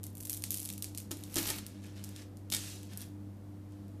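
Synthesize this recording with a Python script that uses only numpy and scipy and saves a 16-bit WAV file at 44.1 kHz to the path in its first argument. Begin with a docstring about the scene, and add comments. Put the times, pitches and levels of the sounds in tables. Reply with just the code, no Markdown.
"""Bead strands on a table

Heavy strands of hard beads dangle and click in a hand, are laid on a covered table, nudged and shifted.
Single knocks stand out of a fine rattle; the heavy strand rings hollowly and the tabletop thuds under
its weight. A small room rings briefly, and a motor hums in the background."""
import sys
import numpy as np
from scipy import signal
from scipy.fft import rfft, irfft, next_fast_len
from scipy.io import wavfile
from scipy.ndimage import uniform_filter1d

SR = 44100
rng = np.random.default_rng(int(sys.argv[2]) if len(sys.argv) > 2 else 0)


def waveform_to_disk(signal):
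    """Save audio, clipped to [-1, 1], as 16-bit WAV at the path in sys.argv[1]."""
    frames = np.transpose(np.atleast_2d(signal))
    scaled = np.clip(frames, -1, 1) * 32767
    samples = np.round(scaled).astype(np.int16)
    wavfile.write(sys.argv[1], SR, samples)


N = 176400
TIME = np.arange(N) / SR

# Tone of bead hitting bead, from low to high: pitch_hz, level_db
CLICK_TONE = [(300, -32), (1500, -14.5), (2300, -7.5), (3300, -4.5), (5000, -4), (8000, 3), (11000, 6),
              (14000, 5.5)]
# Big beads land on the table and on each other: start_s, level_db, body_db (share of the lower tones)
LANDINGS = [(1.1149, -14, -9), (1.3578, -10, -10), (1.3633, -17, -7), (1.3695, -9.5, -6), (1.3824, -12, -9),
            (1.3852, -10, -7), (1.4288, -17, -8), (1.4698, -16, -9), (1.475, -15, -5), (1.4894, -15, -2),
            (1.5029, -8.5, -6), (1.5852, -22, -4), (2.5157, -22, -11), (2.521, -14, -4),
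            (2.5237, -13.5, -4), (2.5261, -12, -4), (2.538, -10, -7), (2.5477, -7, -8), (2.5662, -15, -5)]
# Loudness of the rattle as the strands are laid down: time_s, level_db
LAYING_LEVELS = [(1.108, -44.5), (1.116, -37.5), (1.14, -68), (1.2, -57.5), (1.25, -61), (1.29, -59.5),
                 (1.35, -49), (1.368, -36), (1.39, -36.5), (1.415, -42.5), (1.5, -38), (1.53, -44),
                 (1.59, -47.5), (1.63, -81)]


def from_db(db):
    """Turn decibels into a number to multiply a sound by."""
    return 10 ** (np.asarray(db) / 20)


def rms_one(x):
    """Scale a sound so that its average strength (rms) is 1."""
    return x / np.sqrt(np.mean(x ** 2) + 1e-20)


def level(curve):
    """Loudness that follows (time_s, level_db) points and is silent outside them."""
    time_s, level_db = np.transpose(curve)
    return from_db(np.interp(TIME, time_s, level_db, left=-150, right=-150))


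def colour(x, tone):
    """Make some pitches louder and others softer, following (pitch_hz, level_db) points."""
    length = x.shape[-1]
    size = 2 * next_fast_len(length)
    pitch_hz, level_db = np.transpose(tone)
    grid_hz = np.maximum(np.fft.rfftfreq(size, 1 / SR), 1)
    gains = from_db(np.interp(np.log(grid_hz), np.log(pitch_hz), level_db))
    # Fold the filter forward in time (minimum phase), so nothing rings before it is hit.
    cepstrum = irfft(np.log(gains))
    cepstrum[1:size // 2] *= 2
    cepstrum[size // 2 + 1:] = 0
    return irfft(rfft(x, size) * np.exp(rfft(cepstrum)))[..., :length]


def drift(per_s):
    """A value that glides from one random number to the next."""
    points = rng.standard_normal(1000)
    return np.interp(TIME * per_s, np.arange(len(points)), points)


def place(starts_s, sounds):
    """Lay short sounds on the time line."""
    out = np.zeros(N + SR)
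    for start_s, sound in zip(starts_s, sounds):
        start = max(int(start_s * SR), 0)
        out[start:start + len(sound)] += sound
    return out[:N]


def motor_and_air(air_db=-55, wavers_per_s=14):
    """A motor hums with slightly wavering tones over the soft rush of the room."""
    # Tone of the rush: pitch_hz, level_db
    air_tone = [(20, -51), (35, -18), (55, -7.5), (85, 5), (125, -1), (190, 2.5), (290, 1.5), (420, -7.5),
                (700, -11), (1200, -19.5), (2500, -28.5), (6000, -32.5), (14500, -33)]
    # Tones of the motor: pitch_hz, level_db, waver_share
    hum_tones = [(49.6, -68.5, 0.46), (98.2, -48.5, 0.13), (166.8, -67.5, 0.56), (199.6, -56.5, 0.85),
                 (245, -67.5, 0.95), (300, -56, 0.46), (372.7, -69.5, 0.58), (493, -71.5, 0.086)]
    out = from_db(air_db) * rms_one(colour(rng.standard_normal(N), air_tone))
    for pitch_hz, level_db, waver_share in hum_tones:
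        sway = 1 + waver_share * (drift(wavers_per_s) + 1j * drift(wavers_per_s))
        steady = np.exp(2j * np.pi * (pitch_hz * TIME + rng.random()))
        out += from_db(level_db) * rms_one(np.real(sway * steady))
    return out


def with_body(sounds, body, split_hz=5290):
    """Give each sound energy 1, shared between a deep body and a bright top; big beads have more body."""
    out = 0
    for band, share in (("low", body), ("high", np.sqrt(1 - body ** 2))):
        part = signal.sosfilt(signal.butter(4, split_hz, band, fs=SR, output="sos"), sounds)
        out = out + part * (share / np.linalg.norm(part, axis=1))[:, None]
    return out / np.linalg.norm(out, axis=1)[:, None]


def contacts(hits, pitch_hz, tone, width_hz, snap, scatter, bounce, size=512):
    """A bead snaps with a tiny ring, bounces once and scatters off its neighbours."""
    snap_hz, longest_bounce_s = 15000, .0006
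    swell_s, scatter_s = .0007, .0014  # a faint hiss swells just before each click and fades after it
    start_s, level_db, body_db = np.transpose(hits)
    t = (np.arange(size) - size // 4) / SR  # the hit comes at t = 0
    ping = np.exp(-np.pi * width_hz * abs(t)) * np.cos(2 * np.pi * pitch_hz[:, None] * t)
    strike = (t >= 0) * (ping + snap * np.exp(-2 * np.pi * snap_hz * abs(t)))
    delays_s = longest_bounce_s * rng.uniform(.25, 1, len(hits))
    rebound = np.array([np.roll(one, int(delay * SR)) for one, delay in zip(strike, delays_s)])
    spray_shape = np.exp(-abs(t) / np.where(t < 0, swell_s, scatter_s))
    spray = scatter * rng.standard_normal((len(hits), size)) * spray_shape
    sounds = colour(strike + bounce * rebound + spray, tone)
    sounds = with_body(sounds, from_db(body_db))
    return place(start_s + t[0], from_db(level_db)[:, None] * sounds)


def clicks(detail):
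    """Single beads knock together, the bigger ones lower; detail scales the bounce and scatter."""
    # Bead hits bead: start_s, level_db, body_db (share of the lower tones)
    knocks = [(0.0328, -24, -13), (0.0396, -20, -13), (0.067, -23, -15), (0.1528, -26, -19),
              (0.1711, -27, -15), (0.1808, -26, -20), (0.2042, -25, -12), (0.2078, -22, -16),
              (0.2275, -25, -19), (0.2345, -25, -16), (0.2518, -21, -15), (0.2547, -19, -15),
              (0.2715, -22, -11), (0.2972, -10, -17), (0.3044, -15, -18), (0.319, -18, -21),
              (0.3306, -14, -12), (0.3385, -18, -15), (0.3464, -19, -14), (0.3689, -23, -14),
              (0.3739, -20, -15), (0.4223, -20, -12), (0.4391, -11, -7), (0.5066, -8.5, -16),
              (0.5195, -14, -16), (0.5259, -18, -15), (0.5307, -20, -13), (0.5426, -14, -15),
              (0.5451, -15, -12), (0.555, -22, -16), (0.5641, -22, -19), (0.5716, -19, -16),
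              (0.5739, -16, -19), (0.5844, -21, -9), (0.5954, -20, -10), (0.6019, -16, -21),
              (0.6169, -23, -10), (0.623, -24, -14), (0.63, -20, -14), (0.6447, -24, -15),
              (0.6524, -17, -14), (0.6576, -18, -11), (0.675, -24, -14), (0.69, -17.5, -7),
              (0.702, -17, -7), (0.7271, -23, -16), (0.7368, -23, -10), (0.7798, -22, -12),
              (0.8242, -13, -11), (0.8437, -16, -7), (0.9492, -24, -6), (0.9758, -16, -10),
              (0.9832, -19, -9), (1.0022, -25, -10), (1.1708, -29, -11), (1.2376, -23, -6),
              (1.3429, -17, -14), (1.6657, -21, -10), (2.0404, -22, -8), (2.0456, -26, -8),
              (2.0912, -30, -9), (2.1627, -25, -5), (2.3712, -35, -8), (2.5017, -21, -6), (2.8316, -30, -6),
              (2.9353, -32, -4), (2.9744, -18, -18), (3.0073, -27, -7), (3.0163, -24, -13),
              (3.0211, -24, -11), (3.722, -46, -6), (3.882, -45, -8)]
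    smallest_bead_hz, drop_with_body = 12700, 0.8
    body = from_db(np.array(knocks)[:, 2])
    pitch_hz = smallest_bead_hz * (1 - drop_with_body * body)
    return from_db(2.5) * contacts(knocks, pitch_hz, CLICK_TONE, width_hz=5200, snap=.14,
                                   scatter=.16 * detail, bounce=.3 * detail)


def rattle(gain, tone, hits_per_s, spread_db, cycles, beads=14):
    """Many tiny random hits, shared among beads that each ring for a few cycles at their own pitch."""
    sizes = from_db(spread_db * np.minimum(rng.exponential(1, N), 3)) * rng.choice([-1, 1], N)
    hits = sizes * (rng.random(N) < hits_per_s / SR)
    hits = hits / np.sqrt(np.abs(uniform_filter1d(hits ** 2, size=1300)) + 1e-6)  # even out the level
    bead_hit = rng.integers(0, beads, N)
    out = hits.copy()
    for bead, pitch_hz in enumerate(np.geomspace(2600, 13500, beads)):
        angle = 2 * np.pi * pitch_hz / SR
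        fade = np.exp(-np.log(1000) * pitch_hz / (cycles * SR))
        drive = (1 - fade * fade) * np.sqrt(cycles)
        feedback = [1, -2 * fade * np.cos(angle), fade * fade]
        ringing = signal.lfilter([drive, 0, -drive], feedback, hits * (bead_hit == bead) + 1e-18)
        out += ringing / np.sqrt(1 + angle)
    return gain * rms_one(colour(out, tone))


def ticking(knocks, relative_db=-12, fade_s=0.045):
    """Each knock stirs the small beads, which tick on for a moment."""
    fade = np.exp(-2 / (fade_s * SR))
    stir = np.sqrt(signal.lfilter([1 - fade], [1, -fade], knocks ** 2 + 1e-18))
    return rattle(from_db(relative_db) * stir, CLICK_TONE, hits_per_s=420, spread_db=4, cycles=7)


def settling():
    """The strands rattle as they settle, first when laid down and later when shifted."""
    # Tone of the rattle when laid down: pitch_hz, level_db
    laying_tone = [(200, 6), (450, 4), (800, 1), (1300, 0), (2200, 0), (3200, -6.5), (5000, -4.5),
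                   (8000, -6), (12500, -1.5), (14500, -1)]
    # Loudness of the rattle when shifted: time_s, level_db
    shifting_levels = [(2.51, -84), (2.524, -40.5), (2.555, -40.5), (2.58, -47), (2.62, -47.5),
                       (2.66, -47.5), (2.74, -52), (2.8, -60), (2.88, -65.5)]
    # Tone of the rattle when shifted: pitch_hz, level_db
    shifting_tone = [(300, 2), (1000, -6), (1800, -1), (2400, -3), (3400, -4.5), (5200, -3), (8000, -3.5),
                     (12000, -6), (14500, -8)]
    laid = rattle(level(LAYING_LEVELS), laying_tone, hits_per_s=1500, spread_db=3.3, cycles=11)
    shifted = rattle(level(shifting_levels), shifting_tone, hits_per_s=3000, spread_db=2, cycles=14)
    return laid + shifted


def tabletop():
    """The weight of the bundle sets the low tones of the table ringing."""
    # The bundle meets the table: start_s, level_db
    thuds = [(1.111, -35), (1.364, -29), (1.501, -38.5), (2.522, -44)]
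    # Natural tones of the tabletop: pitch_hz, level_db, ring_s (time to fade by 60 dB)
    table_tones = [(118, -22, 0.062), (217.5, -18, 0.37), (288.6, -8, 0.34), (330.5, -5.5, 0.21),
                   (517, -16.5, 0.052), (608, -19.5, 0.12), (844, -21, 0.043)]
    start_s, thud_db = np.transpose(thuds)
    pitch_hz, tone_db, ring_s = np.transpose(table_tones)
    t = TIME[:SR // 2]
    tones = np.sin(2 * np.pi * pitch_hz[:, None] * t) * np.exp(-np.log(1000) * t / ring_s[:, None])
    return place(start_s, from_db(thud_db[:, None] + tone_db) @ tones)


def clacks(detail):
    """The big beads land with hard clacks; detail scales the bounce and scatter."""
    # Tone of a big bead landing: pitch_hz, level_db
    clack_tone = [(200, 0), (700, -14), (1300, -16), (2200, 0), (3300, 10.5), (5000, 6.5), (8000, 12.5),
                  (12000, 16), (14500, 13)]
    pitch_hz = np.full(len(LANDINGS), 8500)
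    return from_db(2) * contacts(LANDINGS, pitch_hz, clack_tone, width_hz=2500, snap=.22,
                                 scatter=.41 * detail, bounce=.3 * detail)


def strand_tone(push, pitch_hz, cycles=148):
    """A push sets one tone of the strand ringing; it fades by 60 dB over the given cycles."""
    fade = np.exp(-np.log(1000) * pitch_hz / (cycles * SR))
    angle = 2 * np.pi * pitch_hz / SR
    return signal.lfilter([0, np.sin(angle)], [1, -2 * fade * np.cos(angle), fade * fade], push + 1e-18)


def hollow_ring(spread_db=2.5):
    """Each landing makes the heavy strand ring against the table, a little differently every time."""
    # Tones of the strand, whose levels depend on how it lies: pitch_hz, laid_db, shifted_db
    hollow_tones = [(890, -36, -45), (1292, -33, -45), (1480, -46, -40), (1838, -31, -37),
                    (2285, -45, -30.5), (3190, -25.5, -35), (3280, -53, -31.5), (3685, -32, -22.5),
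                    (4330, -33, -30), (4790, -29, -41), (5130, -39, -20.5)]
    start_s, level_db, body_db = np.transpose(LANDINGS)
    shifted = start_s > LAYING_LEVELS[-1][0]
    out = 0
    for pitch_hz, laid_db, shifted_db in hollow_tones:
        tone_db = np.where(shifted, shifted_db, laid_db) + rng.normal(0, spread_db, len(start_s))
        strength = from_db(level_db + body_db + tone_db)
        out = out + strand_tone(place(start_s, strength[:, None]), pitch_hz)
    return out


def sliding():
    """Fingers push beads along the cloth, which faintly stirs one low tone of the strand."""
    # Loudness of the slide, one list for each touch: time_s, level_db
    touches = [
        [(1.62, -61), (1.81, -68.5), (1.845, -56.5), (1.94, -68.5), (1.975, -56.5), (2.02, -64), (2.14, -62),
         (2.175, -57), (2.225, -57), (2.25, -72)],
        [(2.88, -67), (2.93, -55.5), (2.96, -63.5), (3.02, -54.5), (3.05, -65), (3.07, -85)],
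        [(3.66, -90), (3.72, -74.5), (4, -83)],
    ]
    # Tone of beads on cloth: pitch_hz, level_db
    slide_tone = [(300, 12), (900, 3), (1800, 11), (2600, 4.5), (3800, 3.5), (5500, 2.5), (7500, 0.5),
                  (11000, -1.5), (14500, -7)]
    gain = sum(level(touch) for touch in touches)
    slide = rattle(gain, slide_tone, hits_per_s=2500, spread_db=3.5, cycles=12)
    return slide + from_db(-46) * strand_tone(slide, pitch_hz=1805)


def room(sound, level_db=-5.5, split_hz=7000, spots=6, moves_per_s=30):
    """The room's short echo grows duller as it dies; its pattern changes as the beads move about."""
    low_ring_s, high_ring_s, delay_s = 0.32, 0.18, 0.001
    t, out = TIME[:SR], np.zeros(N)
    lowpass = signal.butter(2, split_hz, fs=SR, output="sos")
    spot_now = (TIME * moves_per_s).astype(int) % spots
    for spot in range(spots):
        noise = rng.standard_normal(SR)
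        low = signal.sosfiltfilt(lowpass, noise)
        low_tail = low * np.exp(-np.log(1000) * t / low_ring_s)
        high_tail = (noise - low) * np.exp(-np.log(1000) * t / high_ring_s)
        tail = (low_tail + high_tail) * (t > delay_s)
        here = uniform_filter1d(1. * (spot_now == spot), size=200)  # fade between spots
        out += signal.fftconvolve(sound * here, tail / np.linalg.norm(tail))[:N]
    return from_db(level_db) * out


def scene():
    """Beads, table, room and motor, heard close up and the same in both channels."""
    knocks = clicks(detail=1)
    rattles_and_thuds = ticking(knocks) + settling() + sliding() + tabletop()
    direct = knocks + clacks(detail=1) + hollow_ring() + rattles_and_thuds
    # The room gathers each knock from all sides, so its fine detail evens out.
    echo = room(clicks(detail=0) + clacks(detail=0) + rattles_and_thuds)
    return np.tile(direct + echo + motor_and_air(), (2, 1))


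def record(dry):
    """Cut off the very highest treble steeply."""
    cutoff_hz = 14600
    return signal.sosfilt(signal.ellip(10, .2, 75, cutoff_hz, fs=SR, output="sos"), dry)


dry = scene()
out = record(dry)
waveform_to_disk(out)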